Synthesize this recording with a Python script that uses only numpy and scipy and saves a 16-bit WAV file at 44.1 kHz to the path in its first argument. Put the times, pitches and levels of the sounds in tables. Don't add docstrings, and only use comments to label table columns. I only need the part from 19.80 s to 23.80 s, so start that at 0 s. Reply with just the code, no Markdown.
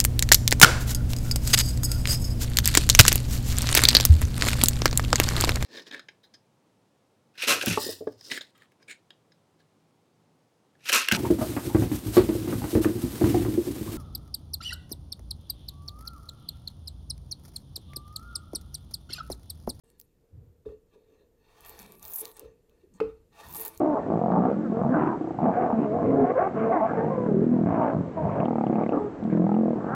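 import sys
import numpy as np
from scipy import signal
from scipy.fft import rfft, irfft
from scipy.io import wavfile
from scipy.ndimage import uniform_filter1d

SR = 44100
rng = np.random.default_rng(int(sys.argv[2]) if len(sys.argv) > 2 else 0)


def to_wav(s):
    ch = np.atleast_2d(s).T
    pcm = np.round(np.clip(ch, -1, 1) * 32767)
    wavfile.write(sys.argv[1], SR, pcm.astype(np.int16))


def elevation(decibels):
    levels = np.asarray(decibels, float)
    return 10 ** (levels / 20)


N = 176400
T = np.arange(N) / SR

# f/Hz, level/dB per Hz
ROOM_TONE = [(12, -24.5), (20, 6.5), (228, -4.5), (301, -6), (459, -7), (642, -30), (3950, -33),
             (13900, -34), (16000, -60)]
# f/Hz, width/Hz, level/dB
HUMS = [(462.5, 34, -71.5), (6750, 20, -102), (7260, 45, -97), (13900, 37, -101), (14200, 83, -92),
        (14300, 30, -103)]
# t/s, level/dB, f/Hz, length/s
LOW_THUMPS = [(0.51, -48, 87, 0.14), (0.85, -46, 60.7, 0.055), (1.8, -57.5, 43.4, 0.24),
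              (2.223, -47.5, 67, 0.024), (1.955, -61, 191, 0.15), (2, -58.5, 188, 0.15),
              (3.1, -55.5, 200, 0.061), (2.1, -48, 372, 0.038), (2.628, -45.5, 75, 0.035),
              (3.025, -49, 370, 0.029), (3.218, -49.5, 70, 0.1), (3.635, -53, 76, 0.11),
              (3.63, -55.5, 179, 0.16), (3.684, -56, 339, 0.18), (3.96, -49.5, 54, 0.055)]
# t/s, level/dB, hard edge/dB, pitch factor
BLADE_KNOCKS = [
    (.853, -35, -31, .975),
    (0.889, -43, -17, .96),
    (2.646, -47.5, -14.5, 1.01),
    (3.202, -20.5, -9, 1),
]
# f/Hz, level/dB, time to fade 60 dB/s
STAVE_MODES = [(190.5, -22, .3), (294.8, -15, 0.3), (351, -16.5, 0.16), (411, -1.5, 0.063), (443, 2.5, .3),
               (487.3, -2, .12), (546, -7, 0.077), (665, -18, 0.072)]
# f/Hz, level/dB, time to fade 60 dB/s
EDGE_MODES = [(882, -2.5, 0.014), (1230, 4, 0.0088), (1675, 2, .01), (2550, -6, 0.0077),
              (3800, -22, 0.0034)]
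# t/s, peak level/dB, f/Hz
FIBRE_SNAPS = [(0.1017, -48, 8300), (0.1949, -51, 8760), (0.1991, -28, 14900), (0.213, -35, 13100),
               (0.6564, -69, 14200), (1.807, -38.5, 15200), (1.8134, -51, 3200), (1.8491, -35.5, 11600),
               (1.8617, -34, 15100), (1.8844, -34, 15200), (1.8946, -28.5, 14200), (1.9084, -42, 15100),
               (1.9908, -30.5, 6260), (1.9984, -31, 10600), (2.019, -36, 11900), (2.029, -39.5, 6340),
               (2.062, -39, 3650), (2.079, -50, 3560), (2.121, -33.5, 13400), (2.1525, -43, 13100),
               (2.1954, -45, 8400), (2.2279, -31.5, 6700), (2.2324, -32, 13900), (2.2517, -24, 15500),
               (2.2554, -30, 15300), (2.2744, -36, 13200), (2.2807, -26, 15400), (2.3168, -31, 12540),
               (2.3236, -33, 14300), (2.3359, -20.5, 12350), (2.357, -30, 11900), (2.4068, -28.5, 10060),
               (2.4153, -28, 10050), (2.4498, -30, 7230), (2.454, -23.5, 4120), (2.4794, -35, 15100),
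               (2.5151, -40, 3990), (2.5674, -35, 10700), (2.5714, -36, 10520), (2.595, -24, 11470),
               (2.8957, -53, 3093), (3.1388, -56, 7510), (3.6863, -33, 15100), (3.713, -37, 14800),
               (3.7235, -33, 15100), (3.7272, -28, 15200), (3.7472, -25, 14900), (3.7524, -34, 12300),
               (3.7663, -21.5, 14000), (3.771, -37.5, 14100), (3.7973, -20.5, 14200), (3.799, -31, 14200),
               (3.8044, -27, 14700), (3.808, -29, 14000), (3.8501, -20.5, 13800), (3.8602, -18, 13400),
               (3.8799, -17, 15200), (3.9478, -40, 10600), (3.9757, -32, 6660), (3.9964, -44, 8100)]
# t/s, length/s, level/dB, centre f/Hz
TEAR_BURSTS = [(-0, 0.12, -78, 10100), (0.18, 0.07, -79, 10600), (1.81, 0.02, -66, 11400),
               (1.857, 0.046, -53.5, 13200), (1.92, 0.074, -66, 11900), (1.987, 0.034, -54, 12000),
               (2.032, 0.18, -65.5, 11500), (2.221, 0.036, -52.5, 13200), (2.254, 0.036, -48, 15200),
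               (2.297, 0.044, -43, 14000), (2.336, .006, -34.5, 12500), (2.34, 0.044, -40.5, 12100),
               (2.356, 0.0045, -30.5, 12000), (2.38, 0.032, -37.5, 11250), (2.431, 0.067, -57.5, 12400),
               (2.504, 0.034, -62, 11700), (2.527, 0.034, -67, 9000), (2.563, 0.048, -66, 8000),
               (3.136, 0.028, -68, 7300), (3.532, 0.056, -93, 11100), (3.58, .06, -79, 11500),
               (3.633, 0.12, -61.5, 12100), (3.69, 0.098, -52, 13300), (3.735, 0.1, -41.5, 11740),
               (3.761, 0.063, -41, 13900), (3.849, 0.014, -35, 13000), (3.868, 0.02, -43.5, 13000),
               (3.89, 0.095, -61, 11100)]
# f/Hz, level/dB
SHAVING_TONE = [(5000, -5), (8500, 3.5), (9600, -1.5), (10700, -4), (12000, 2.5), (13200, -2), (14300, 9),
                (16500, -8.5)]
# t/s, blade pressure/dB, stave shake/dB
PULLS = [
    [(.04, -69, -100), (.2, -75, -88), (.8, -105, -100)],
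    [(.845, -99, -93), (.86, -62.5, -61), (.92, -64.5, -41.5), (1.04, -95, -114)],
    [(1.1, -77, -69), (1.14, -65, -54.5), (1.18, -70, -57.5), (1.26, -74.5, -68), (1.29, -70.5, -60),
     (1.34, -70, -52.5), (1.38, -71, -67.5), (1.41, -68, -55), (1.5, -86, -80)],
    [(1.56, -80.5, -73), (1.66, -65.5, -75), (1.88, -52.5, -60.5), (1.95, -55.5, -56), (2.02, -51.5, -59.5),
     (2.1, -59, -56), (2.19, -65, -66)],
    [(2.22, -58, -78), (2.26, -51, -58), (2.3, -52.5, -48), (2.37, -55.5, -78), (2.43, -49.5, -42.5),
     (2.49, -54, -52.5), (2.54, -65, -68), (2.6, -54.5, -48.5), (2.65, -61.5, -48)],
    [(2.76, -78, -71.5), (2.85, -85.5, -81), (2.9, -73.5, -66.5), (3.0, -72.5, -78), (3.12, -83, -94),
     (3.15, -69, -84), (3.3, -65, -73)],
    [(3.49, -84, -104), (3.53, -65, -87), (3.57, -56.5, -79), (3.6, -50, -53), (3.75, -47.5, -68),
     (3.8, -47.5, -48), (3.87, -46, -45.5), (3.91, -57, -66), (4.0, -64, -71)],
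]
# f/Hz, width/Hz, level/dB
BLADE_MODES = [(850, 41, 0), (949, 70, 0), (1166, 22, -1), (1475, 30, -17), (1694, 43, -11.5),
               (1845, 35, -6), (2317, 80, -6.5), (2606, 110, -7.5), (2783, 50, -11), (3200, 110, -14),
               (3660, 130, -4), (4083, 60, -13.5), (4380, 70, -10), (6290, 200, -15)]
# f/Hz, level/dB per Hz
RUB_TONE = [(300, -29), (700, -3.5), (1300, -12), (2000, -18), (5000, -18), (16000, -25.5)]


def unit(x):
    return x / np.sqrt(np.mean(x ** 2) + 1e-30)


def band(x, hz, width):
    return signal.lfilter(*signal.iirpeak(min(hz, .45 * SR), max(hz / width, .3), fs=SR), x)


def ring(x, hz, t60):
    p = np.exp((2j * np.pi * hz - np.log(1000) / t60) / SR)
    return signal.lfilter([0, p.imag], [1, -2 * p.real, abs(p) ** 2], x + 1e-15)


def colour(table):
    f = np.maximum(np.arange(N // 2 + 1) * SR / N, 1)
    hz, db = np.array(table).T
    gain = elevation(np.interp(np.log(f), np.log(hz), db))
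    return unit(irfft(rfft(rng.standard_normal(N)) * gain, N))


def walk(rate):
    hold = int(SR / rate)
    values = rng.standard_normal(N // 20)[:N // hold + 1]
    return unit(uniform_filter1d(np.repeat(values, hold)[:N], hold))


def grit(rate, spread_db):
    x, count = np.zeros(N), int(rate * N / SR)
    size = rng.standard_normal(count) * elevation(spread_db * np.minimum(rng.exponential(size=count), 4))
    x[rng.integers(0, N, count)] = size
    return unit(x)


def control(axis):
    rows = np.array([point for pull in PULLS for point in pull])
    return np.interp(T, rows[:, 0], rows[:, axis])


def taps(rows, db):
    x = np.zeros(N)
    x[(np.array(rows)[:, 0] * SR).astype(int)] = elevation(db)
    return x


def tail(x, t60, db, damp):
    t = np.arange(SR // 2) / SR
    noise = signal.lfilter([1], [1, -np.clip(damp, 0, .98)], rng.standard_normal(len(t)))
    echoes = noise * np.exp(-np.log(1000) * t / t60) * (t > .002)
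    return elevation(db) * signal.fftconvolve(x, echoes / np.sqrt(np.sum(echoes ** 2)))[:N]


def shop():
    air = elevation(-67.5 + walk(2.5)) * colour(ROOM_TONE)
    hum = sum(elevation(db + 2 * walk(8)) * unit(band(rng.standard_normal(N), f, w)) for f, w, db in HUMS)
    return air + hum


def thumps():
    out = 0
    for s, db, hz, length in LOW_THUMPS:
        rise = np.clip((T - s) / 0.045, 0, 1)
        fade = np.exp(-np.maximum(T - s - length / 2, 0) / (0.8 * length))
        width = min(0.89 * hz, 70)
        rumble = unit(band(band(rng.standard_normal(N), hz, width), hz, width))
        out = out + elevation(db) * rise * fade * rumble
    return out


def knocks():
    rattle_s, body_lag_s = .004, 0.00352
    grip_s, grip_fall_s, grip_db = .095, 0.0088, -13
    k, body, t = np.array(BLADE_KNOCKS), np.zeros(N), T[:SR // 2]
    burst = rng.standard_normal(900) * np.exp(-np.arange(900) / SR / rattle_s)
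    rattle = signal.fftconvolve(taps(k, k[:, 1] + k[:, 2]), burst)[:N] * 0.11
    edge = sum(elevation(db) * ring(rattle, f, t60) for f, db, t60 in EDGE_MODES)
    push = np.pad(np.hanning(70) / 25, (0, len(t) - 70))
    grip = elevation(grip_db * np.clip((t - grip_s) / grip_fall_s, 0, 1))
    for s, level_db, _, pitch in BLADE_KNOCKS:
        note = 0
        for i, (f, db, t60) in enumerate(STAVE_MODES):
            note = note + (-1) ** i * elevation(db) * ring(push, f * pitch, t60)
        body[int((s + body_lag_s) * SR):][:len(t)] += elevation(level_db) * grip * note
    return body + edge + tail(edge, 0.29, -6.5, 0)


def snaps():
    snap_s, click_db, low_hz = .00025, 1, 3500
    out, t = np.zeros(N + 200), np.arange(200) / SR
    swell = t / snap_s * np.exp(-t / snap_s)
    for s, db, hz in FIBRE_SNAPS:
        high_pass = signal.butter(2, max(hz / 2, low_hz), "high", fs=SR, output="sos")
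        click = signal.sosfilt(high_pass, rng.standard_normal(len(t)))
        x = swell * (np.sin(2 * np.pi * hz * t) + elevation(click_db) * click)
        out[int((s + snap_s) * SR):][:len(t)] += elevation(db) * x / np.abs(x).max()
    return out[:N]


def tearing():
    tears_per_s, spread_db, fizz_db = 4000, 2.2, -3
    rise_s, fall_s, width_octaves = .003, .007, .2
    shared = grit(tears_per_s / 5, spread_db)
    bands = 5000 * 2 ** np.arange(0, 1.75, .12)
    step = 20
    shaving = elevation(np.interp(bands, *np.array(SHAVING_TONE).T))
    t, power = T[::step], 0
    for s, length, db, hz in TEAR_BURSTS:
        w = (np.exp(-(np.log2(bands / hz) / width_octaves) ** 2 / 2) + 0.099) * shaving
        env = np.clip((t - s) / rise_s, 0, 1) * np.exp(-np.maximum(t - s - length, 0) / fall_s)
        power = power + np.outer(w ** 2 / np.sum(w ** 2), (elevation(db) * env) ** 2)
    out = 0
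    for gain, hz in zip(np.sqrt(power), bands):
        clicks = .5 * shared + grit(tears_per_s / 8, spread_db)
        x = clicks + elevation(fizz_db) * rng.standard_normal(N)
        ringing = unit(band(band(x, hz, hz / 12), hz, hz / 12))
        out = out + np.repeat(gain, step)[:N] * elevation(3 * walk(30)) * ringing
    return elevation(2 * walk(350)) * out


def scrape():
    press = control(axis=1)
    bite = elevation(.5 * np.minimum(press + 60, 0))
    friction = grit(820, 2.5) + 1.1 * rng.standard_normal(N)
    steel = 0
    for k, (f, width, db) in enumerate(BLADE_MODES):
        rings_lightly = 1600 < f < 2000 or 2450 < f < 2900 or f > 4000
        touch = 1 if rings_lightly else bite
        level = (-1) ** k * elevation(db + 3.18 * walk(18))
        steel = steel + level * unit(band(friction, f, width)) * touch
    rubbing = elevation(3.5) * bite ** 2 * colour(RUB_TONE)
    blade = elevation(press + 1.93 * walk(60) - 10.5) * (steel + rubbing)
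    push = band(band(grit(300, 2.7), 380, 440), 400, 640)
    shake = unit(sum(elevation(db) * ring(push, f, t60) for f, db, t60 in STAVE_MODES))
    return blade + elevation(control(axis=2) - 4.0) * shake


def scene():
    room_db, knock_room_db = -17, -24
    bright, wood, blows = tearing() + snaps(), scrape(), knocks()
    mix = bright + tail(bright, .07, -17, 0) + wood + blows
    mix = mix + tail(wood + elevation(knock_room_db - room_db) * blows, .3, room_db, 0.901)
    return (mix + thumps() + shop())[None]


def roll_off(x):
    return signal.sosfilt(signal.butter(12, 16810, fs=SR, output="sos"), x)


def record(dry):
    start_s, open_s, top_hz = 0.036, 0.0014, 15900
    low_pass = signal.ellip(6, .3, 32, top_hz, fs=SR, output="sos")
    mix = signal.sosfilt(low_pass, dry) * np.clip((T - start_s) / open_s, 0, 1)
    return roll_off(mix)


dry = scene()
out = record(dry)
to_wav(out)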